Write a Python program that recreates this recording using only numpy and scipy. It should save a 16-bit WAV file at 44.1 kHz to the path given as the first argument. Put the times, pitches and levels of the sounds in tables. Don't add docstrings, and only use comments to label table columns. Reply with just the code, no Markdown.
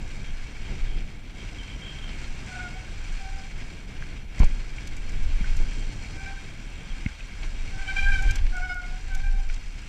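import sys
import numpy as np
from scipy import signal
from scipy.fft import rfft, irfft, next_fast_len
from scipy.io import wavfile

SR = 44100
rng = np.random.default_rng(int(sys.argv[2]) if len(sys.argv) > 2 else 0)


def materialize(psi):
    bounded = np.clip(np.atleast_2d(psi).T, -1, 1)
    quanta = np.round(bounded * 32767).astype(np.int16)
    wavfile.write(sys.argv[1], SR, quanta)


def convert_level_to_amplitude(level_db):
    exponent = np.asarray(level_db, float) / 20
    return 10 ** exponent


N = 435708

# (time [s], rate [clicks/s])
WHEEL_CLICKS = [(0, 77), (1.05, 84), (2.2, 115), (3.2, 79), (3.9, 96), (4.6, 82), (5.1, 94), (5.8, 83),
                (6.6, 78), (7.3, 71), (7.8, 101), (8.5, 80), (9.3, 45), (9.88, 71)]


def rms_one(x):
    return x / np.sqrt(np.mean(x ** 2) + 1e-20)


def in_time(rows):
    s, *columns = np.transpose(rows)
    return [np.interp(np.arange(N) / SR, s, c) for c in columns]


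def slow_time():
    return np.arange(0, N + 64, 64) / SR


def every_sample(control):
    return np.interp(np.arange(N) / SR, slow_time(), control)


def drift(rate, count=N):
    r = np.exp(-40 * np.pi * rate / SR)
    noise = rng.standard_normal(count // 20 + 2002)
    slow = signal.lfilter([1], [1, -2 * r, r * r], noise)[2000:]
    return np.interp(np.arange(count) / 20, np.arange(len(slow)), rms_one(slow))


def colour(x, spectrum):
    hz, db = np.transpose(spectrum)
    size = next_fast_len(len(x))
    bins_hz = np.arange(size // 2 + 1) * SR / size + 1e-3
    gain = convert_level_to_amplitude(np.interp(np.log(bins_hz), np.log(hz), db, left=-90, right=-90))
    return rms_one(irfft(rfft(x, size) * gain, size)[:len(x)])


def butter(x, order, hz, kind="low"):
    return signal.sosfilt(signal.butter(order, hz, kind, fs=SR, output="sos"), x)


def ring(clicks, hz, t60):
    r, w = convert_level_to_amplitude(-60 / (t60 * SR)), 2 * np.pi * hz / SR
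    return signal.lfilter([0, np.sin(w)], [1, -2 * r * np.cos(w), r * r], clicks + 1e-18)


def resonance(x, hz, width):
    r, w = np.exp(-np.pi * width / SR), 2 * np.pi * hz / SR
    return signal.lfilter([(1 - r * r) / 2, 0, (r * r - 1) / 2], [1, -2 * r * np.cos(w), r * r], x)


def bursts(rows, attack_s, release_s):
    t, out = np.arange(N) / SR, np.zeros(N)
    for s, length, db in rows:
        span = slice(round(s * SR), round((s + length + 8 * release_s) * SR))
        age = t[span] - s
        rise = np.clip(age / attack_s, 0, 1) ** 2
        out[span] += convert_level_to_amplitude(db) * rise * np.exp(-np.maximum(age - length, 0) / release_s)
    return out


def puffs(rows, tone, rise_s):
    shape = np.zeros(N)
    for s, db, t60 in rows:
        t = np.arange(round(t60 * SR)) / SR
        at = round(s * SR)
        shape[at:at + len(t)] += convert_level_to_amplitude(db - 60 * t / t60) * (1 - np.exp(-t / rise_s))
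    return shape * colour(rng.standard_normal(N), tone)


def grip_db():
    # (time [s], level [dB])
    bite_rows = [(0.0, -56.5), (0.36, -56), (1.32, -61), (1.51, -57.5), (2.61, -53), (2.92, -54.5),
                 (3.22, -54), (4.37, -61), (4.54, -54.5), (4.81, -57.5), (5.47, -52.5), (6.3, -53.5),
                 (6.63, -57.5), (7.13, -58), (8.2, -49.5), (8.36, -57), (8.72, -55), (9.88, -56.5)]
    # (time [s], change [dB], half length [s])
    bump_rows = [(0.206, 0.5, 0.03), (0.71, 3, 0.081), (0.837, 0.5, 0.035), (1.2, -2.5, 0.091),
                 (1.4, 3.5, 0.059), (2.107, 0, 0.026), (2.522, 1.5, 0.057), (3.604, 2.5, 0.024),
                 (3.858, -4, 0.026), (4.268, -5.5, 0.054), (4.41, 8, 0.057), (4.814, 3, 0.049),
                 (5.434, 0.5, .04), (6.06, 1.5, 0.053), (6.548, 0, 0.034), (6.951, 2.5, 0.23),
                 (7.437, 2.5, 0.061), (8.296, 4.5, 0.066), (8.366, 5.5, 0.016), (8.753, -4, 0.081),
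                 (9.555, 2, 0.038)]
    t = slow_time()
    bump_db = sum(db * np.exp(-((t - s) / half) ** 2) for s, db, half in bump_rows)
    return in_time(bite_rows)[0], every_sample(bump_db)


def wind():
    # (time of the top [s], peak [dB], rise [s per 10 dB], fall [s per 10 dB])
    gust_rows = [(0.02, -33, 0.18, 1), (0.9, -25, 0.12, 0.1), (2.319, -28.5, 0.18, 0.12),
                 (3.05, -33.5, 0.22, 0.5), (3.36, -31, 0.27, 0), (3.99, -33, 0.16, 0.3),
                 (4.531, -30.5, 0.066, 0.24), (5.23, -21, 0.21, 0.47), (5.6, -23, 0.39, 0.14),
                 (6.99, -34.5, 0.46, 0.3), (7.55, -31.5, 0.18, 1), (8.06, -18.5, 0.086, 0.2),
                 (8.27, -17.5, 0.15, 0.22), (8.62, -30, 0.15, 0.24), (9.24, -23, 0.23, 0.2),
                 (9.5, -32.5, 0.24, 0.5)]
    # (time [s], level [dB])
    airflow_rows = [(0.0, -44.5), (0.38, -51.5), (0.72, -46), (1.38, -49.5), (1.56, -47), (2.53, -46.5),
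                    (3.33, -50.5), (3.58, -48), (5.03, -48.5), (5.61, -46), (6.44, -50), (6.88, -50),
                    (7.24, -55), (7.57, -48), (8.2, -49), (8.56, -51), (9.71, -53.5), (9.88, -51.5)]
    # (frequency [Hz], density [dB/Hz])
    buffet_tone = [(7.1, -16), (12, 1.5), (31, 5), (41, -15), (54, -11.5), (120, -30), (160, -48),
                   (260, -120)]
    rush_tone = [(24, -15.5), (40, -2), (54, -8), (103, -11.5), (283, -21.5), (606, -34.5), (726, -33),
                 (1100, -42.5), (1430, -41.5), (2420, -120)]
    flap_tone = [(40, -23), (60, 5), (120, -13), (200, -25)]
    calm_db = -48
    t = slow_time()
    gusts = 0
    for s, db, rise, fall in gust_rows:
        with np.errstate(divide="ignore", invalid="ignore"):
            away = np.maximum((s - t) / rise, (t - s) / fall)
        gusts = gusts + convert_level_to_amplitude(db - 10 * away) ** 2
    buffet_db = every_sample(10 * np.log10(convert_level_to_amplitude(calm_db) ** 2 + gusts))
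    rush_db = in_time(airflow_rows)[0] + 4.2 + 0.7 * grip_db()[1]
    flap_db = -41.0 + 1.1 * (buffet_db + 19.0)
    buffet = colour(rng.standard_normal(N), buffet_tone) * convert_level_to_amplitude(buffet_db + 5.0 + 0.92 * drift(6.0))
    rush = colour(rng.standard_normal(N), rush_tone) * convert_level_to_amplitude(rush_db + 4.0 + 1.54 * drift(11.5))
    flap = colour(rng.standard_normal(N), flap_tone) * convert_level_to_amplitude(flap_db + 2.0 * drift(17))
    return buffet + rush + flap


def tyres():
    # (frequency [Hz], width [Hz], level [dB])
    frame_modes = [(1597, 196, -5), (2270, 286, -0.5), (2694, 280, -8), (3173, 153, -8), (3730, 127, -6.5),
                   (4247, 236, -6.5), (4947, 276, -8), (5730, 360, -11), (7040, 1400, -18),
                   (7780, 170, -45.5)]
    # (frequency [Hz], density [dB/Hz])
    bed_tone = [(400, -14.5), (900, -11.5), (1300, -17), (3000, -9.5), (6600, -18), (9000, -43),
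                (10500, -41), (12000, -60)]
    grind_mean_db, grind_follows = -56.5, 0.45
    grind_db_per_octave = 3
    slow_db, bump_db = grip_db()
    speed = in_time(WHEEL_CLICKS)[0]
    grind_db = grind_mean_db + grind_follows * (slow_db - slow_db.mean())
    grind_db = grind_db + grind_db_per_octave * np.log2(speed / speed.mean()) + bump_db + 0.54 * drift(4.7)
    hiss_db = slow_db + bump_db - 1.5 + 0.56 * drift(4)
    roughness = drift(29)
    sizes = convert_level_to_amplitude(3.5 * np.minimum(rng.exponential(1, N), 4.5)) * rng.choice([-1, 1], N)
    grains = 0.5 * rms_one((rng.random(N) < 1500 / SR) * sizes)
    grit = (rng.standard_normal((2, N)) + grains) * convert_level_to_amplitude(0.92 * roughness)
    low, high = 0, 0
    for k, (hz, width, db) in enumerate(frame_modes):
        mode = resonance(grit[k % 2], hz, width) * convert_level_to_amplitude(db + 1.5 * drift(15.0))
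        if k < 4:
            low = low + mode
        else:
            high = high + mode
    high = butter(high, 4, 8300)
    low = butter(low, 2, 6000)
    bed = colour(rng.standard_normal(N), bed_tone) * convert_level_to_amplitude(-16 + 0.5 * roughness)
    grind = convert_level_to_amplitude(grind_db + 23) * (low + butter(bed, 2, 3400))
    hiss = convert_level_to_amplitude(hiss_db + 18.5) * (high + butter(bed, 2, 3400, "high"))
    return grind + hiss


def freehub():
    # (frequency [Hz], level [dB], t60 [s])
    pawl_modes = [(5785, 3, 0.0085), (7480, 8, 0.0057), (8350, -5.5, 0.0093), (9310, -8, 0.0079),
                  (11170, -14, 0.0054)]
    teeth = np.cumsum(in_time(WHEEL_CLICKS)[0] * (1 + 0.02 * drift(30))) / SR
    clicks = (np.diff(np.floor(teeth), prepend=0) > 0) * convert_level_to_amplitude(2.2 * rng.standard_normal(N))
    slide = np.exp(-1 / (0.0013 * SR))
    burst = signal.lfilter([1], [1, -2 * slide, slide ** 2], clicks) * rng.standard_normal(N)
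    pawls = sum(convert_level_to_amplitude(db) * ring(ring(burst, hz, t60), hz, t60) for hz, db, t60 in pawl_modes)
    return convert_level_to_amplitude(sum(grip_db()) - 7.5) * rms_one(pawls)


def cassette():
    # (start [s], length [s], level [dB])
    squeak_rows = [(0.24, 0.058, -55), (0.63, .06, -60), (0.888, 0.084, -55), (1.578, 0.035, -43),
                   (1.635, .04, -54), (1.69, .055, -48.5), (1.815, .11, -45), (1.945, 0.046, -48.5),
                   (2.018, 0.059, -48), (2.08, .03, -55), (5.66, 0.17, -55.5), (6.895, .025, -50)]
    squeak_hz, sweep_hz, slips_per_s = 3176, 230, 68
    slip = np.cumsum(slips_per_s * (1 + 0.17 * drift(20))) / SR % 1
    loose = bursts(squeak_rows, attack_s=0.008, release_s=0.013)
    swell = np.sin(np.pi * slip) * convert_level_to_amplitude(2.0 * drift(40))
    pitch_hz = squeak_hz + sweep_hz * (slip - 0.5) + 35 * drift(25.1)
    squeak = rms_one(swell * np.sin(2 * np.pi * np.cumsum(pitch_hz) / SR))
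    return convert_level_to_amplitude(0.2) * loose * squeak


def scuffs():
    # (time [s], level [dB], t60 [s])
    scuff_rows = [(.752, -43, 0.041), (.984, -39, .04), (1.296, -48, 0.16), (2.09, -40.5, 0.11),
                  (2.243, -39.5, 0.085), (3.62, -47, .06), (4.345, -43, 0.057), (4.402, -38, 0.018),
                  (4.43, -30, 0.02), (7.43, -38, 0.081), (8.385, -38, 0.065), (8.465, -38, 0.05),
                  (9.498, -45, 0.092)]
    # (frequency [Hz], density [dB/Hz])
    scuff_tone = [(500, -10), (1200, -6), (2300, 1), (4000, -6), (6500, -14)]
    return puffs(scuff_rows, scuff_tone, rise_s=0.00053)


def brakes():
    # (start [s], length [s], frequency [Hz], drag [dB], fundamental [dB])
    pull_rows = [
        (2.439, 0.46, 731.5, -53, -58),
        (3.147, 0.36, 779, -54.5, -55),
        (6.1, 0.38, 780, -55.5, -56.5),
        (7.64, 0.83, 785, -51, -57),
        (8.468, 0.575, 730, -54, -56.5),
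        (9.047, 0.46, 780, -54, -57.5),
    ]
    # (time [s], frequency [Hz])
    squeezes = [
        [(2.44, 1480), (2.55, 1470), (2.62, 1455), (2.7, 1430), (2.76, 1500), (2.87, 1480)],
        [(3.15, 1545), (3.3, 1562), (3.4, 1545), (3.53, 1575)],
        [(6.14, 1560), (6.25, 1555), (6.33, 1570), (6.48, 1570)],
        [(7.7, 1555), (7.8, 1545), (7.9, 1562), (7.95, 1550), (8.03, 1585), (8.13, 1588), (8.19, 1535),
         (8.27, 1570), (8.4, 1590)],
        [(8.5, 1474), (8.6, 1450), (8.635, 1468), (8.7, 1456), (8.735, 1463), (8.77, 1443), (8.83, 1440),
         (8.9, 1455), (9.0, 1500)],
        [(9.07, 1555), (9.19, 1535), (9.26, 1590), (9.33, 1570), (9.48, 1580)],
    ]
    # (start [s], length [s], 2nd partial [dB], 3rd above 2nd [dB])
    grab_rows = [(2.51, 0.057, -40.5, -18), (2.58, 0.026, -34, -20), (2.63, 0.036, -37.5, -8),
                 (2.741, 0.014, -49, -14), (6.17, 0.094, -51, -1), (6.255, 0.033, -46, -6),
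                 (6.299, 0.016, -39, -20), (6.36, 0.029, -52, 0), (7.781, 0.071, -45.5, -14),
                 (7.865, 0.048, -35.5, 1.5), (7.954, 0.052, -30, -0.5), (8.013, 0.036, -38, 5.5),
                 (8.048, 0.056, -27, -11), (8.11, 0.05, -28, -3.5), (8.177, 0.023, -33.5, -3.5),
                 (8.217, 0.063, -39, -2.5), (8.272, 0.04, -35, -2), (8.33, 0.013, -46, -10),
                 (8.518, 0.036, -43, -19), (8.547, 0.044, -35, -12), (8.608, 0.053, -30, -12),
                 (8.683, 0.05, -30.5, -5.5), (8.744, 0.061, -34.5, -14), (8.822, 0.037, -44, -3),
                 (8.87, 0.017, -47, -10), (8.928, 0.014, -46, -10), (9.095, 0.06, -46, -2),
                 (9.185, .02, -46, -16), (9.225, 0.059, -42.5, -8), (9.33, 0.027, -51, -10)]
    # (start [s], length [s], level [dB])
    hum_rows = [(2.48, .05, -50), (2.545, .035, -47), (2.6, .08, -49.5), (2.745, 0.032, -49),
                (3.19, .05, -54), (3.235, .06, -49), (3.31, .1, -56), (3.44, .04, -54), (6.19, .07, -56),
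                (6.265, .065, -48), (7.72, .12, -54), (7.86, .04, -50), (7.91, .015, -45),
                (7.955, 0.025, -41), (8.005, .03, -43), (8.05, .045, -45), (8.115, 0.033, -45),
                (8.195, 0.066, -43), (8.31, 0.014, -50), (8.53, .05, -46), (8.59, .022, -41),
                (8.63, 0.038, -45), (8.68, .035, -41), (8.745, 0.018, -46), (8.79, 0.064, -50),
                (8.9, .13, -54), (9.07, .05, -53), (9.15, .03, -50), (9.235, 0.034, -51), (9.33, .07, -54)]
    # (multiple of the fundamental, level under a loud 3rd [dB])
    upper_partials = [(4, -12), (5, -22.5), (6, -25), (7, -29), (8, -32), (9, -33), (10, -34)]
    # (frequency [Hz], width [Hz], lift of a partial that falls on it [dB])
    rotor_modes = [(3150, 180, 2.5), (3920, 180, 3.5), (5110, 140, 14)]
    # (frequency [Hz], density [dB/Hz])
    pad_tone = [(1500, -12), (2500, -2), (6000, -6), (9000, -10), (12000, -22), (14500, -34)]
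    attack_s, release_s = 0.0125, 0.011
    drag_third_db, wander = -5.5, 0.00876
    out = np.zeros(N)
    second_throb = bursts([row[:3] for row in grab_rows], attack_s, release_s)
    third_rows = [(s, length, db + rel) for s, length, db, rel in grab_rows]
    third_throb = bursts(third_rows, attack_s, release_s)
    hum = bursts(hum_rows, attack_s, release_s)
    for (s, length, hz, drag_db, first_db), pitch in zip(pull_rows, squeezes):
        span = slice(round(s * SR), round((s + length) * SR))
        count = span.stop - span.start
        squeeze = signal.windows.tukey(count, 0.35)
        rough = 0.62 if hz < 755 else 1
        tremble = wander * drift(29.4, count=count)
        phase = np.pi * np.cumsum(in_time(pitch)[0][span] * (1 + tremble * rough)) / SR
        first = 20 * np.log10(convert_level_to_amplitude(first_db) + hum[span])
        second = 20 * np.log10(convert_level_to_amplitude(drag_db) + second_throb[span])
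        third = 20 * np.log10(convert_level_to_amplitude(drag_db + drag_third_db) + third_throb[span])
        bite = np.minimum(0.53 * (third + 33), 0)
        levels = [first, second, third] + [third + bite + db for _, db in upper_partials]
        for k, db in enumerate(levels):
            depth = min(0.36 + 0.07 * k, 0.8) * (rough if k else 1)
            beat = drift(32 + 7.8 * k, count=count) + 1j * drift(30 + 7.3 * k, count=count)
            chatter = 1 + depth * beat
            partial_hz = (k + 1) * hz
            lift_db = sum(lift / (1 + ((partial_hz - mode) / width) ** 2) for mode, width, lift in rotor_modes)
            tone = np.imag(chatter * np.exp(1j * (k + 1) * phase))
            out[span] += convert_level_to_amplitude(db + lift_db + 0.6) * squeeze * tone
    return out + convert_level_to_amplitude(-23) * third_throb * colour(rng.standard_normal(N), pad_tone)


def twigs():
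    # (time [s], peak [dB], brightness above 9 kHz [dB])
    tick_rows = [(3.1253, -42, 0), (4.392, -28, 1), (4.441, -28, -1), (4.5792, -44, -3), (4.8715, -28, -1),
                 (4.9646, -33, 0), (5.0906, -34, -3), (5.117, -39, 1), (5.231, -38, 0), (5.5657, -29, -2),
                 (8.2216, -29.5, 3), (8.308, -22.5, -1), (8.3554, -24, 3), (8.565, -34.5, 4),
                 (8.7405, -39, 3), (9.1471, -28, 4), (9.4165, -46, 0), (9.54, -32, -7)]
    # (frequency [Hz], density [dB/Hz])
    tick_tone = [(2500, -2), (5800, 8.5), (7400, 7), (9500, -7), (12000, -10), (15300, -19)]
    puff = colour(rng.standard_normal(N), tick_tone)
    out = np.zeros(N)
    for bright, kind in enumerate(("low", "high")):
        rows = [(s, 0.0062, db - 14.0 + bright * lift) for s, db, lift in tick_rows]
        out += bursts(rows, attack_s=0.001, release_s=0.0022) * butter(puff, 3, 9000, kind)
    return out


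def stones():
    # (time [s], peak [dB], frequency [Hz], t60 [s])
    stone_rows = [(4.024, -26, 1630, 0.015), (4.382, -32, 2090, 0.025), (4.402, -22.5, 2280, 0.014),
                  (4.4125, -25, 1600, .012), (4.421, -29, 2290, .02), (4.431, -22, 2110, 0.014),
                  (4.432, -29, 700, .01), (4.784, -24.5, 2290, 0.017), (5.443, -29, 1530, 0.038),
                  (5.459, -28, 2150, 0.016), (7.0623, -19.5, 2164, 0.018), (7.2065, -29, 2520, 0.018),
                  (7.439, -40, 2240, 0.018), (9.498, -35, 2345, 0.025), (9.499, -36, 1450, .03)]
    out = np.zeros(N)
    for s, db, hz, t60 in stone_rows:
        t = np.arange(round(t60 * SR)) / SR
        at = round(s * SR)
        pair = np.sin(2 * np.pi * hz * t) + 0.39 * np.sin(2 * np.pi * 1.17 * hz * t)
        out[at:at + len(t)] += convert_level_to_amplitude(db - 60 * t / t60) * (1 - np.exp(-t / 0.0004)) * pair
    return out


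def jolts():
    # (time [s], peak [dB], start frequency [Hz], time to silence [s], time to half pitch [s])
    jolt_rows = [
        (4.4005, -1, 115, 0.045, 0.0056),
        (4.42, 1.5, 18, 0.09, .9),
        (4.426, -16, 100, 0.044, 0.028),
        (4.49, -17, 22.4, .12, .5),
        (7.0593, -16, 208, 0.023, 0.0057),
        (7.0607, -20.5, 320, 0.013, 0.0073),
        (5.406, -24.5, 238, 0.02, 0.022),
        (8.29, -26.5, 110, 0.12, .2),
        (8.4, -24, 84, 0.11, 0.1),
    ]
    snub = 3.34
    out = np.zeros(N)
    for s, db, hz, t60, sag in jolt_rows:
        t = np.arange(round(t60 * SR)) / SR
        at = round(s * SR)
        swing = np.sin(2 * np.pi * hz * sag * np.log1p(t / sag))
        out[at:at + len(t)] -= convert_level_to_amplitude(db - 60 * (t / t60) ** snub) * (1 - np.exp(-t * hz * 1.5)) * swing
    return out


def crunches():
    # (time [s], level [dB], t60 [s])
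    crunch_rows = [
        (4.401, -18, 0.042),
        (4.412, -27, 0.087),
        (4.4305, -18.5, 0.03),
        (7.061, -26.5, 0.028),
        (5.6, -34.5, 0.15),
        (7.44, -29, 0.039),
    ]
    # (frequency [Hz], density [dB/Hz])
    crunch_tone = [(90, 3), (180, 9), (500, -4.5), (1000, -10.5), (2300, -23), (4000, -56)]
    return puffs(crunch_rows, crunch_tone, rise_s=0.00092)


def scene():
    ride = wind() + tyres() + freehub() + cassette()
    strikes = scuffs() + twigs() + stones() + jolts() + crunches()
    return (ride + brakes() + strikes)[None]


def band_limit(x):
    return signal.sosfilt(signal.butter(12, 15610, fs=SR, output="sos"), x)


def record(dry):
    # (frequency [Hz], density [dB/Hz])
    self_noise_tone = [(7000, 1), (10000, -1), (11500, -6), (13500, -5), (15400, -7)]
    hiss = convert_level_to_amplitude(-74.0) * colour(rng.standard_normal(N), self_noise_tone)
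    top = signal.ellip(12, 0.5, 35, 15280, fs=SR, output="sos")
    mix = signal.sosfilt(top, 0.9 * np.tanh(dry / 0.9) + hiss)
    return band_limit(mix)


dry = scene()
out = record(dry)
materialize(out)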